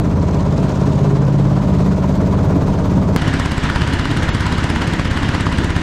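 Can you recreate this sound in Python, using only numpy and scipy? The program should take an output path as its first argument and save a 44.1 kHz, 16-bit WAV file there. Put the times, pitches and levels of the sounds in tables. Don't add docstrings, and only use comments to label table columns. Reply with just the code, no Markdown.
import sys
import numpy as np
from scipy import signal
from scipy.fft import rfft, irfft, next_fast_len
from scipy.io import wavfile
from scipy.ndimage import uniform_filter1d, map_coordinates

SR = 44100
rng = np.random.default_rng(int(sys.argv[2]) if len(sys.argv) > 2 else 0)


def unload_wav(signal):
    wavfile.write(
        sys.argv[1],
        SR,
        np.round(np.clip(np.atleast_2d(signal).T, -1, 1) * 32767).astype(np.int16),
    )


def volts_from_db(level):
    exponent = np.asarray(level, float) / 20
    return 10 ** exponent


N = 256662

CUT = 3.1625
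COARSE = np.arange(0, N + 200, 200)


def unit(x):
    return x / np.sqrt(np.mean(x ** 2) + 1e-20)


def curves(rows):
    s, *columns = np.transpose(rows)
    return [np.interp(np.arange(N) / SR, s, column) for column in columns]


def wobble(rate):
    knots = rng.standard_normal(300)
    return np.interp(np.arange(N), COARSE, map_coordinates(knots, [COARSE * min(rate, 40) / SR]))


def swell(middle, length, at=np.arange(N)):
    return np.exp(-np.abs((at / SR - middle) / length * 2) ** 3)


def filtered(x, response):
    m = next_fast_len(N + 8192)
    return irfft(rfft(x, m) * response(np.fft.rfftfreq(m, 1 / SR)), m)[:N]


def noise(spectrum, patchy_db=0., rings=()):
    z = signal.stft(rng.standard_normal(N + 512), nperseg=512)[2]
    patches = uniform_filter1d(rng.standard_normal(z.shape), 6, 0)
    patches = unit(uniform_filter1d(patches, 8, 1))
    white = signal.istft(z * volts_from_db(patchy_db * patches), nperseg=512)[1][:N]
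    f, db = np.transpose(spectrum)

    def colour(hz):
        bumps_db = sum(lift_db / (1 + ((hz - c) / w * 2) ** 2) for c, w, lift_db in rings)
        return volts_from_db(np.interp(np.log(hz + 1), np.log(f), db, right=-120) + bumps_db)

    return unit(filtered(white, colour))


def orders(cycle, table, twist, spread, unsteady, drift_db):
    total = np.zeros(N)
    twist = twist + np.zeros(501)
    on = np.gradient(cycle) > 0
    for k, db in table:
        k = round(k)
        share = unsteady * (1 + k / 10)
        wander = np.exp(1j * spread * k / 6 * rng.standard_normal())
        wander = wander + share * (wobble(4.04) + 1j * wobble(4.15))
        turning = np.exp(1j * (2 * np.pi * k * cycle[on] + twist[k]))
        total[on] += volts_from_db(db + drift_db[k][on]) * np.real(wander[on] * turning)
    return total / np.sqrt(sum(volts_from_db(2 * db) for _, db in table) / 2)


def burst(cycle, start, rise, fall, scatter_db, jitter):
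    size, late = np.clip(rng.standard_normal((80, 2)).T, -2, 2)
    shifted = cycle - start + 2 * jitter
    k = np.floor(shifted).astype(int) + 3
    age = np.clip(shifted % 1 - jitter * (2 + late[k]), 0, 1)
    attack = 1 - np.exp(-(age / rise) ** 2)
    return volts_from_db(scatter_db * size[k]) * np.exp(-age / fall) * attack * (1 - age ** 6)


def spike(cycle, at, rise, fall, scatter_db, jitter):
    size, late = np.clip(rng.standard_normal((80, 2)).T, -2, 2)
    k = np.round(cycle - at).astype(int)
    age = cycle - at - k - jitter * late[k + 3]
    return volts_from_db(scatter_db * size[k + 3]) * np.exp(-np.abs(age) / np.where(age < 0, rise, fall))


def each(cycle, lead, levels_db):
    k = np.floor(cycle + lead).astype(int)
    return volts_from_db(levels_db[np.clip(k, 0, len(levels_db) - 1)])


# middle in seconds, length in seconds, panel pitch in Hz, lift in dB.
PANEL_WAVES = [(.2, 0.19, 85, 5.5), (0.302, 0.12, 402, 5), (.5, 0.34, 130, 0.5), (1.104, 0.27, 405, 15.5),
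               (1.55, 0.58, 391, 3), (2.8, 0.94, 396, -3), (0.753, 0.62, 126, -2), (1.14, 0.83, 140.7, 9),
               (1.3, 0.57, 86, -7), (1.163, 0.89, 184, -3.5), (1.47, .25, 124, 5), (1.7, 0.17, 77, 5),
               (1.762, 0.73, 190, 6.5), (1.78, 0.19, 147, 3.5), (1.8, .5, 263, 3.5), (2.21, 0.16, 189, 6.5),
               (2.396, 0.52, 90.5, 4), (2.5, 0.2, 147, 3), (2.75, 0.19, 121, -2), (2.947, 0.12, 192, 5.5),
               (3.302, 0.19, 152, 4.5), (.1, 0.36, 273, -6), (.65, 0.14, 190, 5),
               (1.245, 0.43, 294.5, 15.5), (1.448, 0.15, 293, 6.5), (2.803, 0.45, 187, 2.5),
               (5.5, 0.16, 270, 2.5), (4.35, 0.51, 90, 5), (4.953, 0.34, 165, 2.5), (1.6, .3, 296, 7),
               (3.35, 0.25, 268, 11), (3.907, 0.31, 268, 9), (4.11, 0.13, 69, -23), (4.25, 0.37, 134, 8),
               (4.7, 0.42, 265, -14), (5.102, 0.21, 145, -20), (5.55, .35, 139, -9)]


def panels(cycle, at_s, table):
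    order = np.round(np.transpose(table)[0]).astype(int)
    order_hz = order[:, None] * np.gradient(cycle)[round(at_s * SR)] * SR
    s, length, hz, lift_db = np.transpose(PANEL_WAVES)
    panel_width_hz = 29.5
    reach = np.exp(-((order_hz - hz) / panel_width_hz * 2) ** 4)
    lifts = reach * lift_db @ swell(s[:, None], length[:, None], COARSE)
    return {k: np.interp(np.arange(N), COARSE, lift) for k, lift in zip(order, lifts)}


# time in seconds, engine cycles counted.
BOW_TURNS = [(0, -.968), (.287, 3.975), (.862, 13.759), (1.437, 23.659), (2.3, 38.466), (3.2, 53.9)]


def bow_cycle():
    return curves(BOW_TURNS)[0]


# multiple of the firing rate, level in dB.
BOOM_ORDERS = [(1, -17), (2, -13), (3, -4.5), (4, -5.5), (5, 0), (6, -2), (7, -4), (8, 0), (9, -0.5),
               (10, -2), (11, 0), (12, -4), (13, -25.5), (14, -18), (15, -16), (16, -8), (17, -18.5),
               (18, -16.5)]


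def boom(cycle):
    lift_db = panels(cycle, 1, BOOM_ORDERS)
    return volts_from_db(-16) * orders(cycle, BOOM_ORDERS, twist=3., spread=9., unsteady=.1, drift_db=lift_db)


# pitch in Hz, level in dB per Hz.
ROAR_SPECTRUM = [(15, -63), (25, -31.5), (75, -8), (185, -3), (229, -5), (283, -6), (344, -12.5),
                 (393, -11.5), (624, -13.5), (757, -20), (1030, -22), (1110, -23), (2500, -43.5),
                 (3250, -77), (5500, -120)]
# centre in Hz, width in Hz, lift in dB.
HULL_RESONANCES = [(172, 19, .3), (291, 42, 4.5), (408, 35, 3.5), (624, 40, 2.5), (965, 92, 5),
                   (1460, 80, 2), (2900, 270, 2)]
# time in seconds, level in dB.
HULL_SHAKING = [(0, -0.5), (.9, 1), (1.25, -2), (1.8, 0), (2.1, -1.3), (2.5, 1.8), (3.2, 0)]
# time in seconds, clatter in dB, rattle in dB.
HULL_FIRINGS = [(0.056, -2.0, -2.0), (0.114, -3.5, -2.0), (0.172, -3.0, -4.5), (0.23, -2.0, -2.0),
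                (0.288, -0.5, -1.0), (0.347, -0.0, 0.5), (0.406, -0.5, -0.0), (0.465, 0.0, -0.5),
                (0.524, -2.0, -0.5), (0.582, -1.0, 1.5), (0.641, 1.5, 2.0), (0.7, 3.0, 2.5),
                (0.759, 1.0, 1.0), (0.817, 3.0, 1.5), (0.876, 0.0, 2.5), (0.934, -3.0, 1.0),
                (0.992, -0.5, 1.0), (1.05, -0.5, 1.5), (1.108, 0.0, 0.0), (1.166, -1.5, 0.5),
                (1.224, 0.5, -2.5), (1.283, 0.0, -1.0), (1.341, -3.0, -0.5), (1.399, -2.0, -0.5),
                (1.457, -1.5, -1.0), (1.515, -2.0, 0.5), (1.573, 1.0, -0.5), (1.632, -0.0, 0.5),
                (1.69, 0.0, 0.5), (1.748, -1.0, 0.0), (1.807, 0.5, 1.5), (1.865, 0.5, 1.5),
                (1.923, 0.5, -0.5), (1.981, -1.5, -1.0), (2.04, 2.5, -1.0), (2.098, -2.0, 1.5),
                (2.156, -1.0, 0.5), (2.215, 1.0, -1.0), (2.273, -2.0, 0.0), (2.331, 2.5, -0.0),
                (2.389, 0.5, -1.0), (2.448, 0.0, -0.0), (2.506, 3.0, 0.5), (2.564, -0.0, -0.5),
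                (2.623, 1.0, -0.5), (2.681, 1.0, 2.0), (2.739, 0.0, 0.5), (2.798, 1.0, -0.5),
                (2.856, 0.0, 1.5), (2.914, 1.0, 1.0), (2.973, -1.0, 0.0), (3.031, 0.0, -1.0),
                (3.089, -1.0, -0.5)]


def roar(cycle):
    shaking_db, = curves(HULL_SHAKING)
    clatter_db = np.transpose(HULL_FIRINGS)[1]
    whole = noise(ROAR_SPECTRUM, patchy_db=0.28, rings=HULL_RESONANCES)
    deep = filtered(whole, lambda hz: 1 / (1 + (hz / 700) ** 4))
    chug = .5 + burst(cycle, start=-.1, rise=.07, fall=.45, scatter_db=2., jitter=.02)
    clatter = .75 + burst(cycle, start=-.3, rise=.12, fall=.5, scatter_db=.5, jitter=.03)
    clatter = clatter + .4 * spike(cycle, at=.03, rise=.04, fall=.08, scatter_db=2., jitter=.05)
    clatter = clatter * each(cycle, .35, 0.62 * clatter_db)
    return volts_from_db(-18.5) * (deep * chug * volts_from_db(shaking_db) + 1.135 * (whole - deep) * clatter)


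# pitch in Hz, level in dB per Hz.
RATTLE_SPECTRUM = [(1060, -34.5), (1800, -4), (2490, -3.5), (4270, -6), (5450, -9.5), (6530, -10),
                   (8480, -16.5), (11200, -31), (12400, -25.5), (13800, -30), (15500, -36)]


def rattle(cycle):
    shake_db = np.transpose(HULL_FIRINGS)[2]
    shake = .62 + burst(cycle, start=-.42, rise=.16, fall=.45, scatter_db=.5, jitter=.025)
    shake = shake + .4 * spike(cycle, at=0, rise=.04, fall=.08, scatter_db=2., jitter=.03)
    shake = shake + .2 * spike(cycle, at=.3, rise=.04, fall=.06, scatter_db=4., jitter=.06)
    shake = shake * each(cycle, .4, 0.66 * shake_db)
    return volts_from_db(-42) * noise(RATTLE_SPECTRUM, patchy_db=1.0) * shake * volts_from_db(0.23 * wobble(32.0))


# multiple of the firing rate, level in dB.
COVER_HUM = [(19, -2), (21, -2), (22, 1), (23, 0), (24, 0), (27, -4), (34, -4), (36, -6)]


def cover(cycle):
    lift_db = panels(cycle, 1, COVER_HUM)
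    return volts_from_db(-40) * orders(cycle, COVER_HUM, twist=0, spread=9., unsteady=.35, drift_db=lift_db)


# pitch in Hz, level in dB per Hz.
FITTING_SPECTRUM = [(3500, -24), (4800, -2), (6300, 0.5), (7500, -5), (9500, -38)]


def fitting(cycle):
    chatter = spike(cycle, at=-.03, rise=.04, fall=.06, scatter_db=2., jitter=.05)
    chatter = chatter + .5 * spike(cycle, at=.4, rise=.04, fall=.07, scatter_db=5., jitter=.06)
    level_db = -41 - 5 * (1 - swell(.55, .9))
    return volts_from_db(level_db) * noise(FITTING_SPECTRUM, patchy_db=1.2) * chatter


# pitch in Hz, level in dB per Hz.
TICK_SPECTRUM = [(6000, -30), (8500, -4), (11000, -12), (13000, 1.5), (15000, -6), (15800, -31)]
# time in seconds, level in dB.
TICK_LEVEL = [(0, -60), (1.5, -62), (2, -53), (2.5, -53), (3.2, -53)]


def tappet(cycle):
    level_db, = curves(TICK_LEVEL)
    tick = spike(cycle, at=.005, rise=.015, fall=.1, scatter_db=2.5, jitter=.02)
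    return volts_from_db(level_db) * noise(TICK_SPECTRUM, patchy_db=2.) * tick


# pitch in Hz, level in dB per Hz.
WIND_SPECTRUM = [(5, -20.5), (15, -13), (35, -1), (70, -3.5), (140, -41)]
# middle in seconds, length in seconds, lift in dB.
WIND_GUSTS = [
    (.05, 0.74, 2),
    (2.7, 0.47, 14),
    (5.2, 0.33, 5.5),
]


def wind():
    steady_db = np.where(np.arange(N) < CUT * SR, -42, -35.5)
    level_db = steady_db + sum(lift_db * swell(s, length) for s, length, lift_db in WIND_GUSTS)
    return volts_from_db(level_db + 3.5 * wobble(4.9)) * noise(WIND_SPECTRUM)


# time in seconds, puff in dB, pop in dB, valve hiss in dB.
EXHAUST_FIRINGS = [(3.2228, -2.0, 0.5, 0.5), (3.2822, 0.0, -0.5, 2.0), (3.3416, 0.5, -0.5, -0.5),
                   (3.4012, 0.0, 0.5, 3.5), (3.4609, 0.5, 1.5, 0.5), (3.5213, 0.5, -1.5, 1.5),
                   (3.5815, 0.0, -1.5, 0.0), (3.6416, -1.0, -2.5, 2.0), (3.7018, -0.0, 1.5, -0.5),
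                   (3.7615, -1.0, 2.5, -0.5), (3.8208, -0.5, 2.0, -0.0), (3.8797, -1.0, -2.0, 0.5),
                   (3.9387, 0.5, -0.0, 4.0), (3.9981, 0.0, -0.0, -0.5), (4.057, -2.0, 1.5, -3.0),
                   (4.1159, -1.5, 0.0, -0.5), (4.1745, -0.5, 0.0, 1.0), (4.2336, -0.5, -0.0, 1.0),
                   (4.2923, -2.0, 1.0, -2.0), (4.3506, 0.5, 0.5, -1.0), (4.4097, 0.0, 0.5, 2.5),
                   (4.4687, 0.0, -0.5, 0.5), (4.5268, -0.5, 1.0, -1.5), (4.5856, 1.0, -1.5, -0.5),
                   (4.6444, -0.5, -0.0, 2.0), (4.7034, -0.0, 0.5, -1.0), (4.7622, 0.0, -0.5, 0.5),
                   (4.8213, 0.5, -0.5, 0.5), (4.8801, -0.0, -3.0, 0.0), (4.9391, 0.5, -4.0, 2.5),
                   (4.9981, 0.5, 0.5, -1.5), (5.057, 0.5, -1.5, -3.0), (5.1157, -0.5, -2.0, -1.5),
                   (5.1747, -0.5, 0.5, -1.5), (5.2336, 0.5, -1.5, -0.5), (5.2928, 0.5, 1.0, -1.0),
                   (5.3518, -1.0, 2.0, -1.0), (5.4103, -0.0, 1.0, 1.5), (5.4688, -0.0, 2.5, -1.0),
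                   (5.528, 0.0, -1.0, -1.5), (5.5878, -0.5, 1.5, 2.5), (5.6471, 1.0, -0.5, 4.0),
                   (5.7066, -0.5, -0.5, -1.5), (5.7658, 0.0, 0.5, 1.5)]


def stern_cycle():
    s = np.transpose(EXHAUST_FIRINGS)[0]
    cycle_s = .0593
    times = np.r_[s[0] - cycle_s, s, s[-1] + cycle_s]
    return curves(list(zip(times, np.arange(-1, len(s) + 1))))[0]


def puff(cycle):
    start, rise, fall, suction = -.012, .025, .014, .115
    age = (cycle + .5) % 1 - .5
    late = age - start
    push = np.where(late < 0, np.exp(-np.abs(late) / rise), np.exp(-(late / fall) ** 2))
    return push - np.sin(np.pi * np.clip(age / suction, 0, 1))


# multiple of the firing rate, level in dB.
THUD_ORDERS = [(1, -10), (2, -6), (3, -13), (4, 0), (5, -1), (6, -2), (7, -8), (8, -6), (9, -3), (10, -4),
               (11, -20), (12, -19), (13, -13), (14, -13), (15, -19), (16, -12), (17, -16), (18, -20)]


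def thud(cycle, exhaust_db):
    timing = np.angle(rfft(puff(np.arange(1000) / 1000)))
    lift_db = panels(cycle, 4, THUD_ORDERS)
    beat = orders(cycle, THUD_ORDERS, twist=timing, spread=.3, unsteady=.06, drift_db=lift_db)
    return volts_from_db(-18 + exhaust_db) * beat


def puff_edge(cycle, puff_db, pop_db):
    puffs = puff(cycle) * each(cycle, .5, puff_db + pop_db)
    return volts_from_db(-8.5) * filtered(puffs, lambda hz: 1 / (1 + (290 / (hz + 1)) ** 8))


# pitch in Hz, level in dB per Hz.
JET_SPECTRUM = [(15, -35), (25, -5.5), (106, 4), (196, -4.5), (257, -4.5), (475, -19), (952, -22),
                (1090, -22), (1810, -19.5), (2560, -28.5), (2930, -26.5), (7680, -43), (11500, -59.5),
                (13500, -69), (15000, -90)]
# centre in Hz, width in Hz, lift in dB.
COVER_RESONANCES = [(972, 100, 6), (1470, 57, 1.5), (2890, 150, 3), (250, 25, -2), (391, 33, -2),
                    (587, 23, 1.5)]


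def jet(cycle, exhaust_db):
    water = noise(JET_SPECTRUM, patchy_db=1., rings=COVER_RESONANCES)
    water = filtered(water, lambda hz: .34 + .66 / (1 + (200 / (hz + 1)) ** 4))
    deep = filtered(water, lambda hz: 1 / (1 + (hz / 650) ** 4))
    throb = .78 + .6 * burst(cycle, start=-.25, rise=.05, fall=.65, scatter_db=1.5, jitter=.02)
    level_db = -15 - 0.47 * exhaust_db
    return volts_from_db(level_db) * (deep + (water - deep) * throb) * volts_from_db(0.61 * wobble(30))


# pitch in Hz, level in dB per Hz.
POP_SPECTRUM = [(200, -19), (400, -8), (950, 5), (1600, 5.5), (3000, -11.5), (5000, -7.5), (9000, -58)]


def pop(cycle, pop_db):
    crack = spike(cycle, at=-.022, rise=.01, fall=.03, scatter_db=.5, jitter=.006)
    crack = crack * each(cycle, .5, 1.8 * pop_db)
    return volts_from_db(-16) * noise(POP_SPECTRUM, patchy_db=.7) * crack


# pitch in Hz, level in dB per Hz.
HISS_SPECTRUM = [(1500, -44), (3000, 14.5), (5000, 2.5), (8500, 5.5), (11000, -4.5), (13500, -13),
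                 (14400, -24), (15200, -50)]


def valve_hiss(cycle, valve_db):
    valve = spike(cycle, at=-.062, rise=.007, fall=.045, scatter_db=.5, jitter=.008)
    valve = valve + .2 * spike(cycle, at=-.04, rise=.1, fall=.2, scatter_db=1., jitter=.02)
    return volts_from_db(-30) * noise(HISS_SPECTRUM, patchy_db=3.) * valve * each(cycle, .5, 0.96 * valve_db)


def bow():
    cycle = bow_cycle()
    hull = boom(cycle) + roar(cycle) + rattle(cycle)
    return hull + cover(cycle) + fitting(cycle) + tappet(cycle)


# time in seconds, level in dB.
EXHAUST_PRESSURE = [(3.16, -0.4), (3.65, -1.9), (3.95, -1), (4.1, -2), (4.25, -3), (4.6, -2), (5.15, -1),
                    (5.82, 0.8)]


def stern():
    _, puff_db, pop_db, valve_db = np.transpose(EXHAUST_FIRINGS)
    cycle = stern_cycle()
    exhaust_db, = curves(EXHAUST_PRESSURE)
    exhaust = thud(cycle, exhaust_db) + puff_edge(cycle, puff_db, pop_db)
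    return exhaust + jet(cycle, exhaust_db) + pop(cycle, pop_db) + valve_hiss(cycle, valve_db)


def scene():
    t = np.arange(N) / SR
    join = round(CUT * SR)
    near = np.exp(-np.abs(t - CUT) / .0015)
    gusts = wind()
    before, after = bow() + gusts, stern() + gusts
    before = before + np.exp(-t / .001) * (.45 - before[0])
    before = before + near * (-.47 - before[join])
    after = after + near * (.47 - after[join])
    after = after * np.clip(np.arange(N)[::-1] / 40, 0, 1)
    return np.where(np.arange(N) < join, before, after)[None]


# start in seconds, end in seconds, depth from 0 to 1.
DULL_MOMENTS = [
    (4.299, 4.330, 1),
    (5.086, 5.102, 1),
]
# centre in Hz, width in Hz, level in dB.
DULL_LINES = [(5200, 160, 4), (6000, 160, 4), (7000, 260, 6)]


def dulled(x):
    t = np.arange(N) / SR
    lost = 0
    for start, end, depth in DULL_MOMENTS:
        inside = np.clip(np.minimum(t - start, end - t) / .004 + .5, 0, 1)
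        lost = lost + depth * np.sin(np.pi / 2 * inside) ** 2

    def response(hz):
        return (hz < 4600) + sum(volts_from_db(db) * (abs(hz - c) < w / 2) for c, w, db in DULL_LINES)

    return x + lost * (filtered(x[0], response) - x)


def top_cut(x):
    return signal.sosfilt(signal.butter(12, 15710, fs=SR, output="sos"), x)


def record(dry):
    held = dry / (1 + np.abs(dry / .9) ** 4) ** .25
    mix = dulled(held) + .003
    return top_cut(mix)


dry = scene()
out = record(dry)
unload_wav(out)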